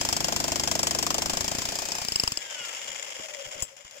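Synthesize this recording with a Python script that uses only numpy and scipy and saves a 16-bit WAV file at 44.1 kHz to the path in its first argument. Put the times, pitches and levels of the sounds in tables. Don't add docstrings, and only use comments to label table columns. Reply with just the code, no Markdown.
import sys
import numpy as np
from scipy.fft import rfft, irfft, next_fast_len
from scipy.io import wavfile
from scipy.ndimage import map_coordinates

SR = 44100
rng = np.random.default_rng(int(sys.argv[2]) if len(sys.argv) > 2 else 0)


def unload_audio(sound):
    columns = np.transpose(np.atleast_2d(sound))
    steps = np.round(np.clip(columns, -1, 1) * 32767)
    wavfile.write(sys.argv[1], SR, steps.astype(np.int16))


N = 176400
TIME = np.arange(N) / SR
HIT = np.arange(SR // 5) / SR
ATTACK_S = 0.00041


def amp(db):
    return 10 ** (np.asarray(db) / 20)


def along(points, hz):
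    freqs, values = np.transpose(points)
    return np.interp(np.log(hz + 1), np.log(freqs + 1), values)


def curves(rows, at=TIME):
    times, *columns = np.transpose(rows)
    return [np.interp(at, times, column) for column in columns]


def filtered(x, response):
    size = next_fast_len(x.shape[-1] + 4096)
    return irfft(rfft(x, size) * response(np.fft.rfftfreq(size, 1 / SR)), size)[..., :x.shape[-1]]


# (frequency [Hz], correlation [0..1])
STEREO_LIKENESS = [(40, 0.43), (200, 0.59), (600, 0.8), (2000, 0.15), (7000, 0.25), (14000, 0.13)]
def noise(spectrum, size=N):
    hz = np.fft.rfftfreq(size, 1 / SR)
    width = np.arccos(np.clip(along(STEREO_LIKENESS, hz), 0, 1)) / 2
    coloured = rfft(rng.standard_normal((2, size))) * amp(along(spectrum, hz))
    mid, side = irfft(coloured * [np.cos(width), np.sin(width)], size)
    pair = np.array([mid + side, mid - side])
    return pair / pair.std()


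def wobble(rate):
    return map_coordinates(rng.standard_normal(4096), [TIME * rate], mode="wrap")


def fade(t60, attack):
    return np.exp(-np.log(1000) * HIT / t60) * (1 - np.exp(-HIT / attack))


def burst(spectrum, t60, attack=ATTACK_S):
    return noise(spectrum, size=len(HIT)) * fade(t60, attack)


def push(rise_s):
    u = HIT / rise_s
    return 4 * u * (1 - u / 2) * np.exp(-u)


def add(track, s, sound):
    part = track[:, round(s * SR):][:, :len(HIT)]
    part += sound[..., :part.shape[1]]


# (time [s], speed [turns/s])
CRANK_SPEED = [(0.0, 26.21), (0.3, 25.3), (0.6, 25.76), (0.95, 25.44), (1.25, 26.16), (1.55, 28.64),
               (1.8, 30.33), (1.97, 30.88), (2.1, 28.06), (2.25, 23.54), (2.38, 20.79), (2.65, 17.1),
               (2.85, 14.76), (3.1, 14.08), (3.4, 10.98), (3.62, 8.11), (3.8, 6.5), (4.0, 5.0)]
def turns():
    return np.cumsum(curves(CRANK_SPEED)[0]) / SR


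# (frequency [Hz], level [dB])
AMBIENCE_EQ = [(25, 5), (120, 15), (300, 7), (1000, -4), (5000, -29), (15000, -29)]
def ambience():
    return amp(-74) * noise(AMBIENCE_EQ)


# (time [s], level [dB], t60 [s])
RUBBLE_HITS = [(2.602, -49, 0.13), (2.891, -52, 0.29), (3.089, -52, 0.074), (3.19, -37, 0.079),
               (3.452, -49, 0.16), (3.551, -48, 0.36), (3.623, -29, 0.03), (3.849, -50.5, 0.049)]
# (time [s], level [dB])
GROUND_HITS = [(3.469, -46), (3.624, -35), (3.848, -49)]
CHIP_HITS = [(2.656, -31), (2.685, -34), (2.844, -37), (2.8736, -35), (2.947, -40), (3.1037, -35),
             (3.511, -48), (3.604, -31.5), (3.7674, -43), (3.847, -46), (3.91, -39)]
# (frequency [Hz], level [dB])
THUMP_EQ = [(25, 3), (60, -8), (140, 3.5), (300, -3), (600, -6), (1200, -2), (2500, -32), (6000, -40)]
CRACK_EQ = [(300, -47), (1000, -3), (1600, -11.5), (3100, -4), (4000, -8), (5200, -2.5), (6000, -3.5),
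            (7000, 0), (8500, -13.5), (11000, -19.5), (13500, -15.5), (15500, -29)]
SCRAPE_EQ = [(150, 2), (800, -12), (1600, -11), (3000, 5.5), (4200, -11), (5200, -4), (6000, -2),
             (7100, 11), (7900, 17), (8500, -14), (10500, 2), (12000, -15), (15000, -6)]
def debris(set_down_s=3.6228):
    out = np.zeros((2, N))
    for s, db, t60 in RUBBLE_HITS:
        add(out, s, amp(db) * burst(THUMP_EQ, t60, attack=0.0015))
    for s, db in GROUND_HITS:
        add(out, s, amp(db) * push(rise_s=0.0022))
    for s, db in CHIP_HITS:
        add(out, s, amp(db) * burst(CRACK_EQ, t60=0.023))
    clink = amp(-30.5) * chisel(damping=0.88, tilt_db=-1)
    add(out, set_down_s, clink + amp(-23.5) * burst(SCRAPE_EQ, t60=0.07))
    return out


# (time [s], pitch [Hz], level [dB])
GROAN_GLIDE = [(3.18, 647, -70), (3.25, 630, -47), (3.31, 598, -50), (3.36, 573, -42), (3.42, 552, -45.5),
               (3.48, 520, -76)]
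def groan(waver=0.0202):
    hz, db = curves(GROAN_GLIDE)
    gate = (TIME > GROAN_GLIDE[0][0]) & (TIME < GROAN_GLIDE[-1][0])
    level = gate * amp(db + 2.6 * wobble(40))
    return level * np.sin(2 * np.pi * np.cumsum(hz * (1 + waver * wobble(120))) / SR)


# (time [s], tooth tone [dB], its octave [dB])
WHINE_FADERS = [(0, -70, -70), (1.6, -53, -54), (1.85, -46, -41), (1.97, -43, -40), (2.08, -50, -54),
                (2.3, -54, -54), (2.42, -50, -50), (2.52, -47, -42), (2.61, -44.5, -37.5), (2.69, -48, -49),
                (2.8, -62, -54), (3.2, -68, -55), (3.6, -78, -68), (4, -80, -80)]
# (pitch [multiple of the tooth tone], level against the octave [dB])
WHINE_PARTIALS = [(1.5, -11), (1.75, -11), (2.3, -11), (3, -18)]
def whine(coasting, teeth_per_turn=82):
    tooth_db, octave_db = curves(WHINE_FADERS)
    speed_jitter = (.0095 - .001 * coasting) * wobble(400) * curves(CRANK_SPEED)[0]
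    teeth = teeth_per_turn * (turns() + np.cumsum(speed_jitter) / SR)
    tones = [(1, tooth_db), (2, octave_db)] + [(k, octave_db + db) for k, db in WHINE_PARTIALS]
    return sum(amp(db + 2.8 * wobble(120)) * np.sin(2 * np.pi * k * teeth) for k, db in tones)


# (frequency [Hz], width [Hz], level [dB])
CASE_MODES = [(2138, 124, -0.5), (2360, 110, -4), (2910, 71, 4), (3270, 86, 4.5), (5190, 99, -2.5),
              (7050, 203, 3)]
def rattle(ticks_per_s=380, top_hz=8000):
    def case(f):
        return sum(amp(db) * 1j * f * width / (hz * hz - f * f + 1j * f * width)
                   for hz, width, db in CASE_MODES)
    ticks = rng.random(N) < ticks_per_s / SR
    strength = 0.58 * rng.standard_normal(N) + 0.62 * rng.standard_normal((2, N))
    ring = filtered(ticks * strength, case)
    ring = filtered(ring, lambda f: 1 / (1 + (f / top_hz) ** 12))
    return ring / ring.std()


# (time [s], rushing air [dB], hollow housing [dB])
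MOTOR_FADERS = [(0, -35.5, -55), (1.2, -37, -62), (1.6, -35.5, -65), (1.95, -36.5, -57), (2.25, -37, -46),
                (2.42, -39, -49.5), (2.55, -35.5, -47.5), (2.7, -35, -47), (2.9, -37, -46.5),
                (3.2, -38, -48), (3.36, -40, -45.5), (3.61, -41.5, -44), (3.68, -47, -51.5),
                (3.78, -50.5, -54), (3.9, -51, -64), (3.97, -42.5, -43.5), (4, -42, -62)]
# (time [s], level [dB])
STROKES = [(2.37, -3), (2.406, 0.5), (2.455, -2.5), (2.499, 0), (2.545, -3), (2.58, -2.5), (2.614, -2),
           (2.65, -2.5), (2.684, -2), (2.728, -1), (2.749, 0.5), (2.779, -1.5), (2.808, -1), (2.844, -2.5),
           (2.8754, 0.5), (2.916, -0.5), (2.946, 0.5), (2.984, -1.5), (3.0234, 0), (3.066, 0), (3.1034, -1),
           (3.1433, 0), (3.188, 0), (3.2366, 0), (3.2834, 0), (3.334, -0.5), (3.3902, 1), (3.445, 0.5),
           (3.511, 2.5), (3.578, 0), (3.68, -1.5), (3.766, 2), (3.85, 3), (3.9097, -1.5), (4.0, -8)]
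# (frequency [Hz], level [dB])
FAN_EQ = [(60, -14), (250, -2.5), (550, -8), (1000, -4.5), (1350, -3), (2400, 1), (3200, -2.5),
          (4000, -4.5), (5200, 3), (6000, -3.5), (7100, 4.5), (8500, -11.5), (11000, -21), (15000, -14.5)]
COAST_EQ = [(60, -53), (250, -17), (700, 2.5), (1100, 4), (1500, 4), (1850, 5), (2100, 5), (2550, 7.5),
            (3200, 6), (4000, -8.5), (4600, -2.5), (5200, 7.5), (6000, 2), (7100, 5.5), (8500, -17),
            (11000, -14), (15000, -20.5)]
HOUSING_EQ = [(200, -71), (440, -17), (520, -1.5), (565, 1.5), (630, -2.5), (850, -72), (1500, -32.5)]
def motor(coasting, flutter_db=1.6):
    air_db, hollow_db = curves(MOTOR_FADERS)
    starts, stroke_db = np.transpose(STROKES)
    stroke = np.interp(TIME, starts, np.arange(len(starts)))
    cycle = stroke % 1
    depth_db = 8.5 * curves([(2.65, 0.38), (2.9, 0.63), (3.5, 0.97)])[0]
    chuff = amp(stroke_db[stroke.astype(int)] - depth_db * cycle ** 1.8)
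    fan = noise(FAN_EQ)
    run_down = chuff * (amp(-0.5) * noise(COAST_EQ) + amp(-1) * rattle())
    air = (1 - coasting) * fan + coasting * run_down
    hollow = noise(HOUSING_EQ) * amp(10.9 * (np.sin(np.pi * cycle) - 1.4))
    return amp(air_db + flutter_db * wobble(300)) * air + amp(hollow_db) * hollow


# (pitch [multiple of the crank speed], level [dB])
BODY_HARMONICS = [(3, 0), (4, -11), (5, -12), (6, -3), (7, -12), (8, -2), (9, -2.5), (10, -8), (11, -2.5),
                  (12, -4), (13, -5), (14, -4), (15, -10), (16, -10), (17, -10), (18, -11)]
def drone(spread=0.83):
    turn = turns()
    _, slab_db = curves(BLOW_FORCE)
    fade_db, = curves([(1.3, 0), (1.55, -1.5), (1.95, -3), (2.15, -43)])
    out = np.zeros((2, N))
    for k, db in BODY_HARMONICS:
        phase = 2 * np.pi * rng.random() + spread * rng.standard_normal((2, 1))
        out += amp(db) * np.sin(2 * np.pi * k * turn + phase)
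    return amp(-44.5 + slab_db + fade_db) * out


# (frequency [Hz], level [dB], t60 [s])
SLAB_MODES = [(290, -17, .07), (545, -6.5, .045), (630, -3, .045), (695, -4.5, .06), (860, -3.5, .075),
              (1015, -8, .05), (1120, -6, .04)]
# (delay [s], gain [linear])
WALL_ECHOES = [(.0075, .1), (.0158, .14)]
def slab(scatter_db=.6, detune=.003, spread=0.39):
    hz, db, t60 = np.transpose(SLAB_MODES)[:, :, None]
    level, pitch = rng.standard_normal((2, len(hz), 1))
    polarity = (-1) ** np.arange(len(hz))[:, None]
    modes = polarity * amp(db + scatter_db * level) * fade(t60, attack=0.00026)
    angle = 2 * np.pi * hz * (1 + detune * pitch) * HIT
    thuds = [(modes * np.sin(angle + side * polarity * spread)).sum(0) for side in (1, -1)]
    echoes = [sum(gain * np.interp(HIT - delay, HIT, thud, left=0) for delay, gain in WALL_ECHOES)
              for thud in thuds]
    return np.add(thuds, echoes)


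# (frequency [Hz], level [dB], t60 at damping 1 [s])
CHISEL_MODES = [(3090, -13, 0.027), (3244, -16.5, 0.16), (4960, -12, 0.091), (5196, 0.5, 0.058),
                (5640, 2, 0.019), (7270, 5.5, 0.014), (6890, 5, 0.018), (7500, -9, 0.16), (7800, -13, 0.18),
                (10000, -16, 0.085), (12740, -23, 0.15), (14300, -16, 0.04)]
def chisel(damping, tilt_db, scatter_db=1, detune=0.0062, spread=0.57):
    hz, db, t60 = np.transpose(CHISEL_MODES)[:, :, None]
    level, pitch, phase, ear = rng.standard_normal((4, len(hz), 1))
    modes = amp(db + scatter_db * level + tilt_db * np.log2(hz / hz[2])) * fade(t60 / damping, ATTACK_S)
    angle = 2 * np.pi * (hz * (1 + detune * pitch) * HIT + phase)
    return np.array([(modes * np.sin(angle + side * spread * ear)).sum(0) for side in (1, -1)])


# (frequency [Hz], level [dB])
SNAP_EQ = [(300, 0), (1000, 5.5), (2000, -13.5), (5000, 1.5), (7500, 0.5), (9000, -9), (15000, -10.5)]
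def snap():
    return burst(SNAP_EQ, t60=0.0088, attack=.0001)


# (time [s], ring [dB], snap [dB], thump [dB], low push [dB])
FREE_HITS = [(2.0494, -7, -20, -7, -51), (2.0846, -1, -21.5, -4.5, -37), (2.1208, -2.5, -22, -6, -31),
             (2.158, 5, -30, -4, -32), (2.198, 3, -29, -3, -44), (2.2357, 1, -17.5, 4.5, -25),
             (2.276, 1.5, -25, 3.5, -52), (2.3201, -2, -24.5, -7.5, -33), (2.3728, -2.5, -32.5, -8.5, -52)]
# (frequency [Hz], level [dB])
FREE_CRACK_EQ = [(300, -7.5), (1000, -10), (1800, -24), (3000, 6), (3900, -40), (4800, 4), (5200, 16.5),
                 (5700, -16), (6300, -22), (7200, 3.5), (7900, -5), (8500, -19), (11500, -19), (13300, -17),
                 (15500, -27)]
def free_blows():
    out = np.zeros((2, N))
    for s, ring_db, snap_db, thump_db, push_db in FREE_HITS:
        ring = amp(-21.5) * chisel(damping=3.6, tilt_db=-1.5, scatter_db=4.0)
        crack = amp(-16) * burst(FREE_CRACK_EQ, t60=0.021)
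        knock = amp(-26 + thump_db) * burst(THUMP_EQ, t60=0.025) + amp(push_db) * push(rise_s=0.0015)
        add(out, s, amp(ring_db) * (ring + crack) + amp(snap_db) * snap() + knock)
    return out


# (time [s], steel [dB], slab [dB])
BLOW_FORCE = [(0, 0.5, -2), (.5, 0, 0), (.8, 2, 0), (1.28, 0.5, 0), (1.5, -2, -5.5), (1.85, -5.5, -6),
              (2, -5.5, -7), (2.09, 2, -12.5)]
# (time [s], level [dB])
ROCKING_FADER = [(0, -28), (.5, -33), (.8, -34), (1.2, -33), (1.52, -29), (1.8, -40.5), (2, -41),
                 (2.09, -22)]
CRUMBLE_FADER = [(.9, -47), (1.1, -24.5), (1.2, -38), (1.32, -32), (1.5, -54)]
# (frequency [Hz], level [dB])
CRUNCH_EQ = [(25, -42), (100, -22), (300, 3.5), (450, 6), (700, 7), (1100, -3.5), (1600, 3), (4000, -61)]
ROCKING_EQ = [(25, -2), (130, -7.5), (250, -4), (600, -73)]
CRUMBLE_EQ = [(600, -21), (1000, -5), (1150, 7), (1450, -9), (2200, -32)]
VENT_EQ = [(6000, -40), (9000, -32), (12700, 27), (15000, -1)]
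def hammering(first_turn=.3, break_s=2.035, vent_lead_s=0.0052):
    out, turn = np.zeros((2, N)), turns()
    blow_turns = np.arange(first_turn, np.interp(break_s, TIME, turn))
    for s in np.interp(blow_turns, turn, TIME):
        steel_db, slab_db = curves(BLOW_FORCE, s) + 1.14 * rng.standard_normal(2)
        ring_db = -22 + 0.2 * steel_db
        ring = amp(ring_db) * chisel(damping=1.67, tilt_db=-5.5, detune=0.0039)
        steel = ring + amp(-22.5) * burst(CRACK_EQ, t60=0.055) + amp(-25) * snap()
        thud = amp(-26) * slab() + amp(-30) * push(rise_s=0.00031)
        stone = thud + amp(-35.5) * burst(CRUNCH_EQ, t60=0.13)
        rocking_db = curves(ROCKING_FADER, s)[0] - 3 + 2 * rng.standard_normal()
        rocking = amp(rocking_db) * burst(ROCKING_EQ, t60=0.054)
        crumble = amp(curves(CRUMBLE_FADER, s)[0]) * burst(CRUMBLE_EQ, t60=0.053)
        add(out, s, amp(steel_db) * steel + amp(slab_db) * stone + rocking + crumble)
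        puff = amp(-44 + steel_db) * burst(VENT_EQ, t60=0.012, attack=0.0015)
        add(out, max(s - vent_lead_s, 0), puff)
    return out


# (frequency [Hz], delay [s])
RIGHT_DELAY = [(100, .0003), (800, .00022), (1500, .00047)]
def placed(x, balance):
    def pan(hz):
        gain = amp(np.array([[.5], [-.5]]) * along(balance, hz))
        delay = np.array([[0], [1]]) * along(RIGHT_DELAY, hz)
        return gain * np.exp(-2j * np.pi * hz * delay)
    return filtered(x, pan)


# (frequency [Hz], left minus right [dB])
WORK_PAN = [(60, 2.5), (140, 10), (230, -5), (500, 4), (1170, -3), (1790, 4.5), (3000, 1.5), (5300, 4),
            (9000, 6.5), (15000, 13.5)]
COAST_PAN = [(60, 6), (110, -2), (200, -1), (380, 17), (700, 11.5), (1290, 1), (2380, 2.5), (4400, 3),
             (8120, 16), (15000, 10)]
def scene():
    coasting, = curves([(2.3, 0.14), (2.45, 0.79)])
    tool = hammering() + drone() + free_blows() + motor(coasting) + groan() + debris()
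    gears = amp(-3) * whine(coasting) * amp([[1], [-1]])
    return placed((1 - coasting) * tool, WORK_PAN) + placed(coasting * tool, COAST_PAN) + gears + ambience()


def record(dry, ceiling=.35, top_hz=15600):
    soft = dry / (1 + (dry / ceiling) ** 4) ** (1 / 4)
    return filtered(soft, lambda hz: 1 / np.sqrt(1 + (hz / top_hz) ** 120))


dry = scene()
out = record(dry)
unload_audio(out)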